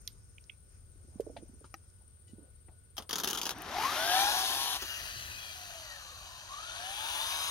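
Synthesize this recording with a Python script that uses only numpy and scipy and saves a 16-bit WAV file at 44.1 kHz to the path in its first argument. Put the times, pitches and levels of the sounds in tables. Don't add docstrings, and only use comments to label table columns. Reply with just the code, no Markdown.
import sys
import numpy as np
from scipy import signal
from scipy.fft import rfft, irfft, next_fast_len
from scipy.io import wavfile
from scipy.ndimage import uniform_filter1d, map_coordinates

SR = 44100
rng = np.random.default_rng(int(sys.argv[2]) if len(sys.argv) > 2 else 0)


def materialize(psi):
    bounded = np.clip(np.atleast_2d(psi).T, -1, 1)
    quanta = np.round(bounded * 32767).astype(np.int16)
    wavfile.write(sys.argv[1], SR, quanta)


def makeup_ratio(level_db):
    decades = np.asarray(level_db, float) / 20
    return 10 ** decades


N = 330794
TIME = np.arange(N) / SR


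def unit(x):
    return x / np.sqrt(np.mean(x ** 2) + 1e-20)


def along(points, hz):
    f, v = np.transpose(points)
    return np.interp(np.log(hz + 1), np.log(f + 1), v)


def curves(rows):
    s, *cols = np.transpose(rows)
    return [np.interp(TIME, s, c) for c in cols]


def wobble(rate):
    knots = rng.standard_normal(int(N * rate / SR) + 4)
    return map_coordinates(knots, [TIME * rate])


def bell(s, half_s):
    return np.exp(-((TIME - s) / half_s) ** 2)


def gate(start, end, fade):
    return np.clip(np.minimum(TIME - start, end - TIME) / fade, 0, 1)


def filtered(x, response):
    m = next_fast_len(N + 8192)
    return irfft(rfft(x, m) * response(np.fft.rfftfreq(m, 1 / SR)), m)[..., :N]


def coloured(x, colour):
    return unit(filtered(x, lambda hz: makeup_ratio(along(colour, hz))))


def patchy(depth_db, size=5):
    z = signal.stft(rng.standard_normal((2, N)), nperseg=512)[2]
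    patches = uniform_filter1d(rng.standard_normal(z.shape[1:]), size, 0)
    patches = uniform_filter1d(patches, 12, 1)
    return unit(signal.istft(z * makeup_ratio(depth_db * unit(patches)), nperseg=512)[1][:, :N])


def spread(pair, alike, ports):
    turn = lambda hz: np.arccos(np.clip(along(alike, hz), -1, 1)) / 2
    mid, side = filtered(pair, lambda hz: np.array([np.cos(turn(hz)), np.sin(turn(hz))]))
    return filtered(np.array([mid + side, mid - side]), lambda hz: makeup_ratio(along(ports, hz) * [[.5], [-.5]]))


def sides(pan_db):
    return makeup_ratio(np.array([[pan_db / 2], [-pan_db / 2]]))


# (frequency [Hz], level [dB per Hz])
RUMBLE_COLOUR = [(21, -20.5), (35, -1.5), (86, 2), (146, -13.5), (308, -25), (369, -22.5), (425, -24.5),
                 (571, -28), (766, -38.5), (1000, -50), (1300, -65), (2200, -120)]
LEAF_COLOUR = [(2500, -10.5), (3800, -35.5), (5000, -4.5), (6800, -2.5), (7400, -24), (8000, -60)]
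AIR_COLOUR = [(350, -52.5), (600, -17.5), (1460, -12.5), (1740, -16), (6470, -17), (7520, -21),
              (8740, -2.5), (10400, -19), (15700, -20)]
# (time [s], half length [s], extra level [dB])
RUMBLE_SWELLS = [(0.0, 0.27, 3), (1.2, .45, 3), (5.011, 0.036, 4), (5.23, 0.194, 7), (5.659, 0.047, 3)]
# (time [s], half length [s], level [dB])
LEAF_GUSTS = [
    (0.0, 0.262, -68.5),
    (0.428, 0.158, -77.5),
    (0.741, 0.056, -72.5),
    (1.399, 0.57, -73),
]
# (frequency [Hz], likeness [0-1])
FIELD_ALIKE = [(30, .55), (70, .62), (130, .9), (290, 0.34), (640, 0.15), (1400, 0.41), (3000, 0.16)]
# (frequency [Hz], left minus right [dB])
FIELD_BALANCE = [(30, 11), (80, -0.5), (200, 1), (400, -10), (700, -6), (1300, 11.5), (2400, 3.5),
                 (4400, -4.5), (15000, 4.5)]


def field():
    hum = makeup_ratio(-20 + 2.5 * wobble(7)) * np.sin(2 * np.pi * 75 * TIME + 0.22 * wobble(6))
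    swells_db = sum(db * bell(s, half_s) for s, half_s, db in RUMBLE_SWELLS)
    rumble = coloured(patchy(depth_db=0.0), RUMBLE_COLOUR) + hum * [[1], [.5]]
    rumble = makeup_ratio(-58.5 + swells_db) * rumble
    gusts = sum(makeup_ratio(db) * bell(s, half_s) for s, half_s, db in LEAF_GUSTS)
    leaves = gusts * coloured(patchy(depth_db=2), LEAF_COLOUR)
    air = makeup_ratio(-70.0) * coloured(patchy(depth_db=0.9), AIR_COLOUR)
    tone_db = -85 + 1.2 * wobble(6) + 6 * (bell(2.42, .09) + bell(2.78, .08))
    tone = makeup_ratio(tone_db) * np.sin(2 * np.pi * 1475 * TIME + .5 * wobble(20))
    left, right = spread(rumble + leaves + air + tone, FIELD_ALIKE, FIELD_BALANCE)
    return np.array([left, np.roll(right, 11)])


# (pitch [Hz], width [Hz], trills [per s], start [cycles], level [dB])
CRICKETS = [
    (8700, 130, 52, .2, -81.5),
    (8500, 340, 17.55, 0.45, -78.5),
    (8840, 270, 17.65, 0.23, -71.5),
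    (9000, 210, 17.0, 0.6, -79),
    (9430, 170, 16.95, 0.24, -72),
]


def crickets():
    out = np.zeros((2, N))
    for hz, width_hz, rate, start, db in CRICKETS:
        rasp = unit(filtered(rng.standard_normal((2, N)), lambda f: 1 / (1 + ((f - hz) / width_hz) ** 4)))
        cycles = rate * TIME - start + 0.0077 * wobble(3.8)
        stroke = np.exp(2 * np.cos(2 * np.pi * cycles))
        out += makeup_ratio(db + 1.2 * wobble(2)) * unit(rasp * (stroke + 1.1))
    return out * makeup_ratio([[5], [-8]])


# (time [s], peak level [dB], pitch [Hz])
KNOCKS = [(0.955, -56.5, 297), (1.045, -51.5, 241), (1.083, -51.5, 353), (1.157, -38.5, 201),
          (1.198, -23.5, 457), (1.266, -33, 434), (1.296, -38, 479.5), (1.364, -35.5, 673),
          (1.425, -39, 334.7), (1.493, -46.5, 231), (1.533, -46, 235), (1.609, -48, 444),
          (1.641, -48.5, 364), (2.293, -53.5, 329), (2.333, -41, 207), (2.383, -43, 310), (2.683, -51, 345)]


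def knocks():
    out, t = np.zeros((2, N)), TIME[:SR // 5]
    soft = (1 - np.exp(-t / 0.001403)) ** 2
    for s, db, hz in KNOCKS:
        ring = np.sin(2 * np.pi * hz * t)
        ring += 0.5 * np.sin(2 * np.pi * hz * rng.uniform(0.962, 1.573) * t)
        ring += 0.73 * np.sin(2 * np.pi * hz * rng.uniform(0.436, 0.922) * t)
        fall = makeup_ratio(db + 1 - 60 * t / 0.0459)
        out[:, round(s * SR):][:, :len(t)] += fall * soft * ring * sides(-7.5)
    return out


# (time [s], peak level [dB], low edge [Hz], high edge [Hz], time to fall 60 dB [s])
RIGHT_TICKS = [(0.076, -25, 2990, 5420, 0.0077), (.382, -41.5, 2270, 3140, 0.0059),
               (0.4957, -34.5, 2167, 2783, 0.0098), (0.496, -41.5, 3170, 3553, 0.0116),
               (1.6422, -56.5, 2140, 6900, 0.14), (1.7412, -39.5, 4700, 6400, 0.022),
               (1.7412, -47, 11200, 13200, 0.021), (.0758, -38.5, 13000, 13200, 0.0062),
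               (.0185, -54.5, 9700, 15000, .006), (0.054, -55.5, 9800, 12400, 0.0078),
               (.12, -59.5, 4700, 6800, 0.0078), (1.9, -58.5, 4000, 7000, .02),
               (0.44, -51.5, 4000, 6660, 0.0082), (2.01, -66.5, 585, 970, 0.059),
               (2.98, -40.5, 195, 906, 0.197)]
LEFT_TICKS = [(0.077, -53, 1890, 2170, 0.026), (1.204, -44, 1180, 13100, 0.049),
              (1.366, -44, 1570, 4030, 0.0753), (1.642, -49.5, 890, 1430, 0.07),
              (0.0754, -36.5, 8600, 10500, 0.0068), (1.7409, -41.5, 1490, 2660, 0.029),
              (2.28, -60.5, 2510, 7000, 0.295), (2.6828, -57.5, 510, 980, 0.18),
              (2.683, -58.5, 1000, 2760, 0.049), (3.5848, -42.5, 8000, 14000, .01),
              (3.6207, -32.5, 8540, 15500, 0.0066)]


def ticks():
    out, t = np.zeros((2, N)), TIME[:SR // 5]
    events = [(*row, -9) for row in RIGHT_TICKS] + [(*row, 8) for row in LEFT_TICKS]
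    for s, db, low_hz, high_hz, t60, pan_db in events:
        fall = makeup_ratio(-60 * t / t60) + makeup_ratio(-32 - 60 * t / .15)
        shared, own = rng.standard_normal(len(t)), rng.standard_normal((2, len(t)))
        band = signal.butter(3, [low_hz, high_hz], "band", fs=SR, output="sos")
        snap = signal.sosfilt(band, fall * (shared + .4 * own))
        out[:, round(s * SR):][:, :len(t)] += makeup_ratio(db) * snap / abs(snap).max() * sides(pan_db)
    return out


# (pitch [Hz], level [dB], time to fall 60 dB [s])
LID = [(331, -15.5, 0.109), (792, -4, 0.0443), (1256, 2, 0.0233), (1867, -5.5, 0.028), (4034, -24, 0.056),
       (5830, -16.5, 0.041)]


def lid_snap():
    out, t = np.zeros((2, N)), TIME[:SR // 5]
    lid = sum(makeup_ratio(db - 60 * t / t60) * np.sin(2 * np.pi * hz * t) for hz, db, t60 in LID)
    out[:, round(1.7415 * SR):][:, :len(t)] += makeup_ratio(-38.5) * lid * sides(3.6)
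    return out


# (time [s], half length [s], level [dB])
FUMBLES = [
    (1.304, 0.221, -62),
    (2.383, 0.092, -65),
    (2.78, 0.063, -87),
]
# (frequency [Hz], level [dB per Hz])
SKIN_COLOUR = [(150, -11.5), (300, 3.5), (650, -4), (1250, -28), (2500, -120)]


def fumbles():
    skin = coloured(patchy(depth_db=5.5), SKIN_COLOUR)
    strength = sum(makeup_ratio(db) * bell(s, half_s) for s, half_s, db in FUMBLES)
    return strength * (skin[0] + 0.393 * skin) * sides(-13.5)


def handling():
    return knocks() + ticks() + lid_snap() + fumbles()


# (pitch [Hz], level [dB])
SERVO_TONES = [(1970, -80), (2950, -76), (3924, -84), (6885, -77), (8764, -78), (11811, -85), (12785, -86)]
# (start [s], end [s])
SERVO_TWITCH = (2.272, 2.318)
# (start [s], end [s], pitch [Hz], glide [Hz per s],
# level [dB])
WHISTLES = [
    (3.537, 3.753, 5930, 0, -66),
    (3.542, 3.64, 12150, 0, -76),
    (4.835, 4.87, 2850, 0, -49),
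    (4.885, 5.0, 2860, -600, -47),
    (5.38, 5.582, 3340, -400, -57),
    (6.15, 6.45, 13000, 0, -76),
]


def servo():
    buzz = gate(*SERVO_TWITCH, 0.0039) * sum(makeup_ratio(db) * np.sin(2 * np.pi * hz * TIME) for hz, db in SERVO_TONES)
    for start, end, hz, glide, db in WHISTLES:
        age = TIME - start
        cycles = (hz + glide * age / 2) * age
        strength = gate(start, end, .015) * makeup_ratio(db + 2 * wobble(50))
        buzz += strength * np.sin(2 * np.pi * cycles + .4 * wobble(40))
    return np.sqrt(2) * buzz


# (time [s], peak level [dB], bounce delay [s], bounce level [dB])
GEAR_SLAMS = [(3.0927, -26, 0.01606, -1.5), (3.1291, -20, 0.0271, -1), (3.1825, -21.5, 0.0168, -3.5),
              (3.2349, -20, 0.0093, -3), (3.2741, -20, 0.01106, -2.5), (3.301, -25, .006, -4.5),
              (3.3305, -21, 0.0171, -3.5), (3.3736, -21.5, 0.012, -6), (3.4141, -22.5, 0.01685, -4.5),
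              (3.454, -21.5, 0.0117, -3), (3.492, -22, 0.0138, -3)]
# (time [s], peak level [dB])
LONE_SLAMS = [
    (2.9678, -34.5),
    (2.98, -26),
    (3.0224, -42),
    (4.812, -32),
    (4.8216, -26.5),
]
# (frequency [Hz], level [dB per Hz])
SLAM_COLOUR = [(88, -34), (150, -11), (274, -11.5), (360, -6), (658, -14), (769, -6), (1300, -2),
               (1680, -9.5), (2330, -14.5), (3250, 0), (4180, -7.5), (6680, -3), (7650, -20.5),
               (10900, -12.5), (15700, -15)]


def stutter():
    envelope = np.zeros(N)
    slams = [(s, db) for s, db, _, _ in GEAR_SLAMS]
    rebounds = [(s + after_s, db + less_db) for s, db, after_s, less_db in GEAR_SLAMS]
    for s, db in slams + rebounds + LONE_SLAMS:
        age = np.clip(TIME - s, 0, 1)
        clack = 1 + 1.4 * makeup_ratio(-60 * age / .012)
        fall = makeup_ratio(db - 13.5 - 60 * np.clip(age - 0.00369, 0, 1) / 0.0709)
        envelope += clack * fall * (1 - np.exp(-age / .0004))
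    rattle = coloured(patchy(depth_db=3.0) * makeup_ratio(2.03 * wobble(700)), SLAM_COLOUR)
    shell = uniform_filter1d(envelope, 1300, origin=649)
    dull = lambda hz: makeup_ratio(along(SLAM_COLOUR, hz) - 8.4 * np.log2(1 + hz / 1000))
    boom = unit(filtered(rng.standard_normal((2, N)), dull))
    return envelope * rattle + makeup_ratio(-8) * shell * boom


# (time [s], place [0-4])
PLACES = [(3.8, 0), (4.2, 1), (4.76, 1), (4.8, 2), (5.4, 2), (5.9, 3), (6.45, 3), (6.9, 4)]
# (frequency [Hz], level [dB per Hz])
COLOURS = [
    [(120, -21.5), (200, -20.5), (393, -12), (526, -26), (718, -5.5), (1030, -8), (2190, -14.5),
     (5860, -19), (8000, -32), (12000, -22.5), (15700, -35.5)],
    [(120, -35), (365, -23), (508, -27.5), (759, -11), (1180, -21.5), (1660, -15.5), (2070, -24),
     (3390, -11.5), (6540, -16.5), (7710, -31.5), (11300, -23.5), (15700, -36)],
    [(120, -47.5), (200, -18.5), (489, -17), (644, -6.5), (846, -14), (1660, -0.5), (2820, 0.5),
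     (4000, -0.5), (6190, 0), (7850, -16.5), (10500, -12), (15700, -14.5)],
    [(120, -53.5), (200, -28), (359, -20.5), (415, -44.5), (577, -8), (1070, -9), (1730, -5.5), (3270, 9.5),
     (6310, 6.5), (7570, -1.5), (12400, 0.5), (15700, -7.5)],
    [(120, -54.5), (200, -29), (365, -20.5), (498, -26.5), (587, -11), (2150, -6.5), (3580, -0.5),
     (4460, -7), (6310, -4), (8000, -11), (9780, -6), (15700, -15.5)],
]
# (delay [ms], strength [0-1])
ROAD_ECHO = [(.3, 0.014), (.45, 0.0275), (.565, 0.018), (0.578, 0.1), (0.598, 0.018)]
# (frequency [Hz], half width [Hz])
SHADOWS = [
    [],
    [],
    [(2200, 170), (3560, 90), (5400, 200)],
    [(1980, 130), (3450, 110), (5250, 220)],
    [(1980, 110), (5350, 180), (7050, 200)],
]
# (gear level over chassis [dB], tyre hiss level over chassis [dB])
ASPECT = [(-2, -10.5), (1, -7), (2, -5), (4.5, -6), (2, -6.5)]
EDGES_HZ = [0, 2000, 7800, 22050]
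# (start [s], full [s], end [s])
TURNED_AWAY = (4.3, 4.54, 4.77)


def teeth_and_tyres(shaft_hz, turns, level):
    octaves = np.log2(shaft_hz / 105.7)
    start, full, end = TURNED_AWAY
    stand_out_db = 2.5 * np.interp(TIME, [start, full], [0, 1]) * (TIME < end)
    teeth = 16
    tooth = np.floor(turns * teeth).astype(int)
    strikes = np.diff(tooth, prepend=0) * rng.standard_normal(teeth)[tooth % teeth]
    strikes = strikes / np.sqrt(shaft_hz * teeth / SR)
    source = patchy(depth_db=1.5, size=2) * makeup_ratio(0.99 * np.cos(2 * np.pi * turns))
    source = source + makeup_ratio(-15) * strikes * [[1], [0]]
    place, = curves(PLACES)
    noise = np.zeros((2, N))
    settings = zip(COLOURS, ROAD_ECHO, SHADOWS, ASPECT)
    for k, (colour, (delay_ms, echo), shadows, (gear_db, hiss_db)) in enumerate(settings):
        mid_db = gear_db + 3 * octaves + stand_out_db
        high_db = hiss_db + 6 * octaves + stand_out_db
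        share = np.clip(1 - abs(place - k), 0, 1)
        dips_db = lambda hz: sum(-12 / (1 + ((hz - centre) / width) ** 2) for centre, width in shadows)
        bounce = lambda hz: 1 - echo * np.exp(-2j * np.pi * hz * delay_ms / 1000)
        path = lambda hz: makeup_ratio(along(colour, hz) + dips_db(hz)) * bounce(hz)
        for lo, hi, db in zip(EDGES_HZ, EDGES_HZ[1:], (level - 2.5, level + mid_db, level + high_db)):
            band = unit(filtered(source, lambda hz: path(hz) * (hz >= lo) * (hz < hi)))
            noise += share * makeup_ratio(db - 1.1976) * band
    return noise


def swell_db(start, full, end, db):
    rising = np.interp(TIME, [start, max(full, start + .01)], [-30, db])
    return np.maximum(rising - 220 * np.clip(TIME - end, 0, None), -30)


# (multiple of shaft speed, start [s], full [s], end [s], level over chassis [dB])
WHINES = [(6, 4.2, 4.34, 4.46, -7), (6, 4.29, 4.34, 4.76, -13), (8, 4.2, 4.42, 4.76, -8),
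          (14, 4.05, 4.25, 4.33, -10), (21, 4.0, 4.2, 4.32, -5), (6, 6.9, 7.2, 7.5, -7),
          (7, 3.8, 4, 4.1, -6), (7, 3.95, 4.13, 4.29, 0), (7, 4.35, 4.64, 4.76, -7),
          (7, 5.3, 5.62, 5.85, -8), (7, 5.3, 5.62, 6.15, -12), (22, 5, 5.25, 5.5, 3),
          (22, 5.7, 5.88, 5.97, 3), (22, 4.5, 4.68, 4.76, 3), (7, 6.6, 6.8, 7.5, -7),
          (8, 3.8, 4.2, 4.76, -11), (8, 6.8, 7.45, 7.5, -13), (9, 3.8, 4.1, 4.42, -10),
          (12, 3.6, 4.15, 4.34, -12), (13, 6.8, 7.15, 7.5, -14), (14, 3.3, 3.95, 4.4, -15),
          (16, 3.3, 3.84, 3.88, 1), (16, 3.6, 3.95, 4.2, -5), (16, 5.2, 6.05, 6.45, -6),
          (16, 6.46, 6.5, 6.62, 4), (16, 6.46, 6.5, 6.88, -3), (32, 3.9, 4.12, 4.2, 2),
          (32, 6.9, 7.25, 7.5, 3), (40, 7, 7.3, 7.5, 3), (20, 6.8, 7.12, 7.26, 1), (24, 6.9, 7.2, 7.5, 7),
          (28, 6.6, 6.9, 7.1, 5)]
# (time [s], share [0-1])
SLACK = [(3.55, .85), (3.9, .6), (4.1, .45), (4.76, .45), (4.8, .95), (6.45, .95), (6.55, .75), (7, .6)]
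# (frequency [Hz], level [dB])
CHASSIS = [(200, 8.5), (500, -4.5), (620, -0.5), (760, 1.5), (1000, -1.5), (1300, 0.5), (1750, -2),
           (2100, -6.5), (3500, -10)]


def gear_whine(shaft_hz, turns, level):
    whine = np.zeros(N)
    slack, = curves(SLACK)
    for order in sorted({row[0] for row in WHINES}):
        stage_db = np.max([swell_db(*row[1:]) for row in WHINES if row[0] == order], axis=0)
        rough = slack * min(order / 16, 1) ** 1.4
        rate = 10 * min(order, 16)
        swing = np.sqrt(1 - rough) + np.sqrt(rough / 2) * (wobble(rate) + 1j * wobble(rate))
        swing = swing * (1 + 0.112 * np.cos(2 * np.pi * turns / 2.25 + order))
        level_db = level + stage_db + along(CHASSIS, order * shaft_hz) + 0.38 * wobble(13)
        whine += np.sqrt(2) * makeup_ratio(level_db) * np.imag(swing * np.exp(2j * np.pi * order * turns))
    return whine


# (time [s], turns [per s])
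SHAFT_SPEED = [(3.54, 14), (3.65, 26), (3.75, 44), (3.9, 76), (4, 91), (4.2, 112), (4.4, 126), (4.76, 142),
               (5.6, 104), (5.75, 96), (6.05, 75), (6.46, 62), (6.75, 95), (7, 121.5), (7.1, 136),
               (7.2, 148), (7.3, 155), (7.5, 163)]
# (time [s], chassis level [dB])
LOUDNESS = [(3.53, -54), (3.56, -46), (3.818, -34), (3.856, -33), (3.88, -35.5), (4.014, -35),
            (4.182, -31.5), (4.544, -38.5), (4.765, -41), (4.785, -48.5), (4.9, -45), (5.3, -48.5),
            (6.107, -53), (6.47, -52.5), (6.53, -50.5), (6.93, -44.5), (7.142, -41.5), (7.46, -42)]
# (time [s], half length [s], share [0-1], above [Hz])
TREBLE_DIP = (6.68, 0.21, 0.73, 11600)


def drive():
    shaft_hz, = curves(SHAFT_SPEED)
    turns = np.cumsum(shaft_hz) / SR
    level, = curves(LOUDNESS)
    sound = teeth_and_tyres(shaft_hz, turns, level) + gear_whine(shaft_hz, turns, level) * [[1], [0]]
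    s, half_s, share, above_hz = TREBLE_DIP
    finest = filtered(sound, lambda hz: 1 / (1 + (above_hz / (hz + 1)) ** 12))
    sound = sound - share * bell(s, half_s) * finest
    running = np.clip((TIME - 3.5) / 0.0235, 0, 1)
    return running * sound * makeup_ratio(0.227 * wobble(30))


# (frequency [Hz], likeness [0-1])
CAR_ALIKE = [(300, .95), (1000, .92), (2500, .72), (5000, .62), (9000, .55), (14000, .42)]
# (frequency [Hz], left minus right [dB])
CAR_BALANCE = [(100, -4.5), (200, 1), (380, -7.5), (700, 3), (1290, 5.5), (2400, 10), (4400, 6), (6000, -6),
               (7800, 1.5), (9500, 17), (15000, 8)]
# (time [s], left ahead of right [samples])
LEAD = [(3.0, -1.5), (3.5, 2), (3.9, 0.5), (4.3, 6.5), (4.7, 4.5), (5.2, 11), (6, 7.5), (6.8, 9),
        (7.5, 7.5)]


def car():
    sound = drive() + stutter() + servo() * [[1], [0]]
    left, right = spread(sound, CAR_ALIKE, CAR_BALANCE)
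    lead, = curves(LEAD)
    index = np.arange(N)
    left = map_coordinates(left, [index + lead / 2], order=5)
    right = map_coordinates(right, [index - lead / 2], order=5)
    return np.array([left, right])


def scene():
    return field() + crickets() + handling() + car()


def band_limit(x):
    return signal.sosfilt(signal.butter(12, 15870, fs=SR, output="sos"), x)


def record(dry):
    band = filtered(dry, lambda hz: (hz < 15850) / (1 + (31 / (hz + 1)) ** 6))
    return band_limit(band)


dry = scene()
out = record(dry)
materialize(out)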